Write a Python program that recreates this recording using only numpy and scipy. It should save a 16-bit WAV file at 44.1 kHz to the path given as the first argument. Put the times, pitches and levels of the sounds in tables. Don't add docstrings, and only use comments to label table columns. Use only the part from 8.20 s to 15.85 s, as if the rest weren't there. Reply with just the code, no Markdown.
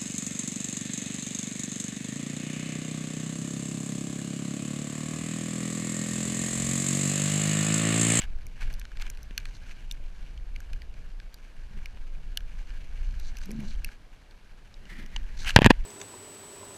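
import sys
import numpy as np
from scipy import signal
from scipy.fft import rfft, irfft
from scipy.io import wavfile
from scipy.ndimage import uniform_filter1d

SR = 44100
rng = np.random.default_rng(int(sys.argv[2]) if len(sys.argv) > 2 else 0)


def pcm_store(signal):
    levels = np.round(np.clip(np.atleast_2d(signal), -1, 1) * 32767)
    wavfile.write(sys.argv[1], SR, levels.astype(np.int16).T)


def decibels_to_gain(level_db):
    exponent = np.asarray(level_db, float) / 20
    return 10 ** exponent


N = 337412

# frequency in Hz, density in dB per Hz.
HISS_SPECTRUM = [(60, -20), (150, -0.5), (844, -6.5), (1570, -11), (4480, -16.5), (8000, -26.5),
                 (12000, -28.5), (13500, -38.5), (15500, -61.5)]
HISS_DB = -62.5

# time in seconds, heave level in dB.
WIND_HEAVE = [(0.0, -26), (0.38, -38.5), (0.43, -25.5), (0.55, -25.5), (0.62, -36), (0.83, -34),
              (1.51, -38), (2.71, -32.5), (3.32, -46.5), (3.39, -36), (4.79, -34), (4.83, -24.5),
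              (5.35, -36.5), (5.6, -27), (5.77, -45.5), (6.2, -49.5), (7.48, -24), (7.65, -29)]
# frequency in Hz, density in dB per Hz.
HEAVE_SPECTRUM = [(8, -20.5), (12, 19), (30, 16.5), (45, 3), (65, 4), (90, -51), (200, -96)]
# frequency in Hz, density in dB per Hz.
FLUTTER_SPECTRUM = [(35, -3), (55, -8), (100, -3.5), (170, -11.5), (300, -28), (600, -25.5), (3000, -77)]
FLUTTER_DB, FLUTTER_DB_PER_DB, CALM_DB = -52.5, 0.57, -33

# frequency in Hz, width in Hz, level in dB.
CASE_MODES = [(860, 320, -0.5), (1615, 310, 7), (2300, 496, 4), (2816, 364, 1), (4153, 890, -4.5),
              (6020, 840, -6.5), (6760, 3200, -19), (10600, 8500, -25.5)]

# time in seconds, crunch level in dB.
SHUFFLE = [(0.0, -62.5), (1.2, -60), (3.02, -64.5), (5.72, -57.5), (5.77, -67.5), (6.56, -65), (7.1, -59)]
BRIGHT_DB, BRIGHT_DB_PER_DB, SHUFFLE_DB = -72, 1.1, -59
# time in seconds, swell over the last 20 dB in ms, crunch level in dB,
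# brightness level in dB.
SNOW_TREADS = [(0.01, 44, -41.5, -82), (0.408, 4.2, -45, -59), (.458, 12, -55.5, -87),
               (0.498, 6.8, -55, -82), (0.798, 1.3, -45.5, -63), (0.854, 14, -55, -83),
               (1.267, 4.2, -63, -61), (1.345, 8.4, -79, -60.5), (1.499, 47, -54.5, -66),
               (1.62, 75, -59, -95), (2.54, 130, -63, -81), (3.57, 16, -60, -93), (4.389, 47, -65, -75),
               (4.85, 28, -86, -70), (5.058, 76, -90, -57), (5.217, 26, -57, -53.5), (5.489, 75, -83, -57),
               (5.71, 76, -63.5, -75)]
TREAD_HOLD_MS, TREAD_FALL_20DB_MS = 22, 28
# time in seconds, pressure level in dB,
# brightness level in dB.
FUR_BRUSH = [(7.15, -90, -71), (7.197, -59.5, -48), (7.235, -55, -52), (7.256, -46, -61), (7.266, -33, -70),
             (7.294, -26.5, -34), (7.313, -35, -57), (7.321, -60, -76), (7.355, -55, -56)]

# time in seconds, treble peak in dB, body level in dB, body pitch in Hz.
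SHARP_TICKS = [(0.0177, -53, -37.5, 2280), (0.2668, -36, -52.5, 2370), (0.528, -42, -54, 2410),
               (0.5387, -34.5, -48, 3540), (0.596, -35.5, -54, 4200), (0.6143, -57, -44.5, 1580),
               (0.6524, -55, -45, 1580), (0.717, -56, -49.5, 1700), (0.771, -52, -47, 1730),
               (0.7972, -52, -49, 2270), (0.818, -37, -47, 4300), (0.8218, -62, -39, 1530),
               (0.8665, -58, -44.5, 1700), (0.9003, -27, -46.5, 2250), (0.949, -50, -62, 4200),
               (0.973, -45, -51, 2390), (1.0301, -38, -61, 4200), (1.1779, -16.5, -27.5, 2400),
               (1.2, -51, -53, 4070), (1.2545, -45, -40, 1910), (1.51, -61, -47, 2280),
               (1.712, -26, -34, 3600), (1.722, -36, -65, 4600), (2.176, -58, -52, 2970),
               (2.361, -46, -41.5, 2390), (2.4034, -40, -49.5, 1670), (2.532, -42, -44, 2500),
               (2.619, -51, -46, 1830), (2.74, -62, -56, 2400), (3.0002, -53, -46.5, 1700),
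               (3.1422, -37, -48, 4700), (3.6577, -39.5, -39, 2330), (4.1728, -17.5, -27, 2900),
               (4.2058, -47, -51, 1630), (4.5042, -61, -49.5, 1700), (4.998, -38, -52, 4760),
               (5.1694, -35, -45.5, 2480), (5.1856, -36, -53, 2450), (5.2149, -47, -48, 1520),
               (5.257, -41, -57, 1810), (5.3066, -43, -47.5, 2360), (5.3148, -34, -53, 1910),
               (5.4037, -44, -51, 2400), (5.6455, -25, -34.5, 2670), (5.689, -59, -45.5, 1590),
               (6.11, -53, -57.5, 3530), (6.5412, -64, -52, 3800), (6.654, -66, -52.5, 2800),
               (6.8615, -43, -53, 2010), (6.9624, -65, -31.5, 3000), (7.232, -40, -47.5, 1660),
               (7.2462, -46, -38.5, 1730)]
FAINT_PER_S, FAINT_DB, FAINT_HZ, FAINT_OCTAVES = 12, -61.5, 1560, 1.1

# time in seconds,
# push height (full scale 1), push width at half height in ms, rattle level in dB, rattle length in ms.
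CLICK_AND_KNOCKS = [(1.109, -.02, 1.2, -34.5, 0.78), (3.772, .006, 0.79, -45.5, 4),
                    (6.9613, .004, 0.72, -34, 5.9), (7.3618, 1.12, 2.25, 8, 3.33),
                    (7.365, -0.62, 4.4, -16.5, 16.6), (7.3886, -0.84, 0.79, -12.5, 2.7),
                    (7.41, 0.0091, 5.9, -26.5, 7.4), (7.4185, -0.63, 1.04, -12, 2.3),
                    (7.428, 0.068, 3.2, -25, 10.9), (7.4446, 0.2, 2.4, -7, 1.6),
                    (7.448, 0.58, 3.57, -10, 1.45), (7.4564, -0.11, 1.3, -16, 2.6),
                    (7.4571, 0.21, 3.25, -36, 2.3), (7.462, -1.73, 0.96, -1.5, 1.5),
                    (7.4641, 0.011, 1.4, -11.5, 1.5), (7.4672, 0.75, 2.07, -16.5, 6.1),
                    (7.496, -0.22, 6.2, -33, 12), (7.502, 0.42, 4, -11.5, 4.6),
                    (7.5061, -1.56, 0.72, -4.5, 2.4), (7.5077, 0.8, 0.63, -30, 2),
                    (7.51, -0.64, 0.66, -13, 4.9)]
RATTLE_FALL_DB = 10.5
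RATTLE_TAIL_DB, RATTLE_TAIL_MS = -28.5, 36

# loudest moment in seconds, pitch in Hz, level before a 2 dB lift in dB,
# length in seconds, lower partial against the tone in dB.
GROWLS = [(3.559, 220, -49.5, 0.12, 3.5), (5.39, 223, -35.5, 0.286, -13)]
GROWL_EDGE_DB, GROWL_SAG_SHARE = -15.5, .07
RASP_HZ, RASP_WIDTH_HZ, RASP_DB = 370, 100, -23

# time in seconds, level in dB.
RUN_UP = [(6.62, -71), (6.71, -50), (6.765, -56), (6.8, -48), (6.885, -63.5), (6.94, -55.5), (7.05, -68)]
# frequency in Hz, width in Hz, level in dB.
SWISH_MODES = [(1940, 280, 13.5), (2320, 150, 0), (2900, 310, -3), (4000, 410, -19)]
PAWS_HZ, PAWS_WIDTH_HZ, PAWS_DB = 181, 122, 2


def rms_one(x):
    return x / np.sqrt(np.mean(x ** 2) + 1e-20)


def in_time(rows):
    s, *columns = np.transpose(rows)
    return [np.interp(np.arange(N) / SR, s, column) for column in columns]


def coloured(spectrum):
    hz, db = np.transpose(spectrum)
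    grid_hz = np.arange(1, N // 2 + 2) * SR / N
    gain = decibels_to_gain(np.interp(np.log(grid_hz), np.log(hz), db))
    return rms_one(irfft(rfft(rng.standard_normal(N)) * gain, N))


def drift(rate_hz):
    r = np.exp(-2 * np.pi * rate_hz / SR)
    return rms_one(signal.lfilter([1], [1, -2 * r, r * r], rng.standard_normal(N + SR))[SR:])


def resonance(x, hz, width_hz):
    r = np.exp(-np.pi * width_hz / SR)
    return signal.lfilter([1 - r, 0, r - 1], [1, -2 * r * np.cos(2 * np.pi * hz / SR), r * r], x)


def evened(x, span_s):
    power = uniform_filter1d(x ** 2, size=int(span_s * SR))
    return rms_one(x / (power + 1e-3) ** 0.175)


def hiss():
    return decibels_to_gain(HISS_DB) * coloured(HISS_SPECTRUM)


def wind():
    heave_db, = in_time(WIND_HEAVE)
    heave = evened(coloured(HEAVE_SPECTRUM), span_s=0.25)
    flutter = rms_one(coloured(FLUTTER_SPECTRUM) * decibels_to_gain(3.06 * drift(26)))
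    flutter_db = FLUTTER_DB + FLUTTER_DB_PER_DB * (heave_db - CALM_DB)
    return decibels_to_gain(heave_db) * heave + decibels_to_gain(flutter_db) * flutter


def pressure():
    t = np.arange(N) / SR
    shuffle_db, = in_time(SHUFFLE)
    bright_db = BRIGHT_DB + BRIGHT_DB_PER_DB * (shuffle_db - SHUFFLE_DB)
    gains = decibels_to_gain(np.array([shuffle_db, bright_db]))
    touching = (t > FUR_BRUSH[0][0]) & (t < FUR_BRUSH[-1][0])
    gains = gains + touching * decibels_to_gain(np.array(in_time(FUR_BRUSH)))
    for s, swell_ms, low_db, high_db in SNOW_TREADS:
        before = (s - t) / swell_ms
        after = np.maximum(t - s - TREAD_HOLD_MS / 1000, 0) / TREAD_FALL_20DB_MS
        shape_db = np.maximum(-20000 * np.maximum(before, after), -200)
        gains = gains + decibels_to_gain([[low_db], [high_db]]) * decibels_to_gain(shape_db)
    return gains


def crunch():
    low, high = pressure()
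    clumpy_db = 4.5 * np.clip(decibels_to_gain(-54.5) / low, .3, 1)
    sizes = decibels_to_gain(2.23 * np.minimum(rng.exponential(1, N), 5)) * rng.choice([-1, 1], N)
    per_s = 1600 * decibels_to_gain(clumpy_db * drift(30))
    grains = rms_one(sizes * (rng.random(N) < per_s / SR))
    place = rng.integers(0, 3, N)
    fine = 0.42 * rng.standard_normal(N)
    parts = []
    for k, (hz, width_hz, db) in enumerate(CASE_MODES):
        struck = grains * (0.12 + 2.7 * (place == k % 3)) + fine
        parts.append(decibels_to_gain(db + 1.8 * drift(10.5)) * resonance(struck, hz, 0.76 * width_hz))
    parts[3] = parts[3] * np.clip(low / decibels_to_gain(-42), 1, 2)
    parts[2] = parts[2] * np.clip(decibels_to_gain(-42) / low, .55, 1)
    parts[0] = parts[0] * np.clip(decibels_to_gain(-46.0) / low, .3, 1)
    muffle = signal.butter(2, 7600, fs=SR, output="sos")
    dull = signal.sosfilt(muffle, sum(parts[4:]))
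    thud = decibels_to_gain(-6.0) * rms_one(resonance(resonance(grains + fine, 185, 180), 185, 180))
    thud = np.minimum(1, decibels_to_gain(-54.5) / low) * thud
    return low * (rms_one(sum(parts[:4])) + thud) + high * rms_one(dull)


def faint_ticks():
    rows = []
    for share, a, b, c in rng.random((round(FAINT_PER_S * N / SR), 4)):
        s = share * N / SR
        base_db = FAINT_DB + np.interp(s, *np.transpose(SHUFFLE)) - SHUFFLE_DB
        hz = FAINT_HZ * 2 ** (FAINT_OCTAVES * b ** 2)
        rows.append((s, base_db - 10 + 16 * c, base_db + 5 * a, hz))
    return rows


def ticks():
    size = 2048
    out, t = np.zeros(N + size), np.arange(size) / SR
    rows = list(SHARP_TICKS) + faint_ticks()
    chance = rng.standard_normal((len(rows), size))
    colour_db = rng.normal(0, 1.5, (len(rows), len(CASE_MODES)))
    top = signal.butter(2, 4000, "high", fs=SR, output="sos")
    for (s, treble_db, body_db, hz), noise, vary_db in zip(rows, chance, colour_db):
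        snap = noise * np.minimum(t / .0003, 1) * np.exp(-t / 0.0012)
        rings = [decibels_to_gain(1.26 * db + v) * resonance(snap, f, 0.49 * w)
                 for (f, w, db), v in zip(CASE_MODES, vary_db)]
        upper = 2.0 * min(hz / 2400, 1) ** 2 * (rings[4] + rings[5])
        body = 3.3 * resonance(snap, hz, 240) + sum(rings[1:4]) + upper
        thin = signal.butter(3, [0.73 * hz, 7000], "band", fs=SR, output="sos")
        body = rms_one(signal.sosfilt(thin, body)) * np.sqrt(0.005 * SR / size)
        air = signal.sosfilt(top, rings[5] + rings[6] + 2.2 * rings[7])
        at = round(s * SR)
        out[at:at + size] += decibels_to_gain(body_db) * body + decibels_to_gain(treble_db) * air / np.abs(air).max()
    return out[:N]


def ring_modes(x):
    return sum(decibels_to_gain(-6.0 * np.log2(hz / 1000)) * decibels_to_gain(db) * resonance(x, 1.07 * hz, 0.98 * width_hz)
               for hz, width_hz, db in CASE_MODES)


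def click_and_knocks():
    push, rattle, crack = np.zeros((3, N))
    noise = rng.standard_normal(N)
    for s, height, push_ms, rattle_db, rattle_ms in CLICK_AND_KNOCKS:
        at, long = round(s * SR), round(rattle_ms * SR / 1000)
        bump = np.hanning(round(push_ms * SR / 500))
        push[at:at + len(bump)] += height * bump
        ramp = np.arange(2 * long) / long
        fall_db = RATTLE_FALL_DB * (ramp + 17 * np.maximum(ramp - 1, 0))
        rattle[at:at + 2 * long] += decibels_to_gain(rattle_db - fall_db)
        crack[at:at + 132] += decibels_to_gain(rattle_db - 8) * np.exp(-np.arange(132) / 30)
    push = signal.sosfilt(signal.butter(1, 60, "high", fs=SR, output="sos"), push + 1e-18)
    push = 0.83 * push + 0.65 * resonance(push, 144, 130)
    keep = np.exp(-1000 / (RATTLE_TAIL_MS * SR))
    rattle = rattle + decibels_to_gain(RATTLE_TAIL_DB) * signal.lfilter([1 - keep], [1, -keep], rattle + 1e-18)
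    jolts = noise * (1 + (rng.random(N) < 2000 / SR) * 2.5)
    rung = ring_modes(rattle * jolts) / ring_modes(jolts).std()
    soft = signal.butter(3, 3400, fs=SR, output="sos")
    return 0.84 * push + signal.sosfilt(soft, rung) + crack * resonance(noise, 6500, 2000)


def growl():
    out, t = np.zeros(N), np.arange(N) / SR
    breath = rms_one(resonance(rng.standard_normal(N), RASP_HZ, RASP_WIDTH_HZ))
    rasp = decibels_to_gain(RASP_DB + 7.5 * drift(18)) * breath
    for s, hz, db, length_s, lower_db in GROWLS:
        away = np.minimum(np.abs(t - s) / (length_s / 2), 1)
        gate = np.clip((1 - away) * length_s / 2 / 0.033, 0, 1)
        waver = (0.032 + 0.0568 * away) * drift(26.0)
        phase = 2 * np.pi * np.cumsum(hz * (1 - GROWL_SAG_SHARE * away ** 2 + waver)) / SR
        lower = decibels_to_gain(lower_db + 4.0 * drift(15)) * np.sin(phase * 2 / 3)
        tone = np.sin(phase) + lower + rasp
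        level_db = db + 2.0 + GROWL_EDGE_DB * away + (2.1 + 3.0 * away) * drift(46.0)
        out += gate * decibels_to_gain(level_db) * tone
    return out


def approach():
    db, = in_time(RUN_UP)
    noise = rng.standard_normal((2, N))
    swish = rms_one(sum(decibels_to_gain(mode_db + 1.1 * drift(23)) * resonance(noise[0], hz, width_hz)
                        for hz, width_hz, mode_db in SWISH_MODES))
    paws = resonance(resonance(noise[1], PAWS_HZ, PAWS_WIDTH_HZ), PAWS_HZ, PAWS_WIDTH_HZ)
    paws = decibels_to_gain(PAWS_DB + 2.8 * drift(13)) * rms_one(paws)
    near = np.arange(N) / SR > RUN_UP[0][0]
    return near * decibels_to_gain(db) * (decibels_to_gain(2.2 * drift(40)) * swish + paws)


def scene():
    return (hiss() + wind() + crunch() + ticks() + click_and_knocks() + growl() + approach())[None]


def low_pass(x):
    return signal.sosfilt(signal.butter(12, 15810, fs=SR, output="sos"), x)


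def record(dry):
    clipped = np.clip(dry, -.93, .93)
    cut = signal.cheby2(10, 50, 16000, fs=SR, output="sos")
    mix = signal.sosfilt(cut, clipped)
    return low_pass(mix)


dry = scene()
out = record(dry)
pcm_store(out)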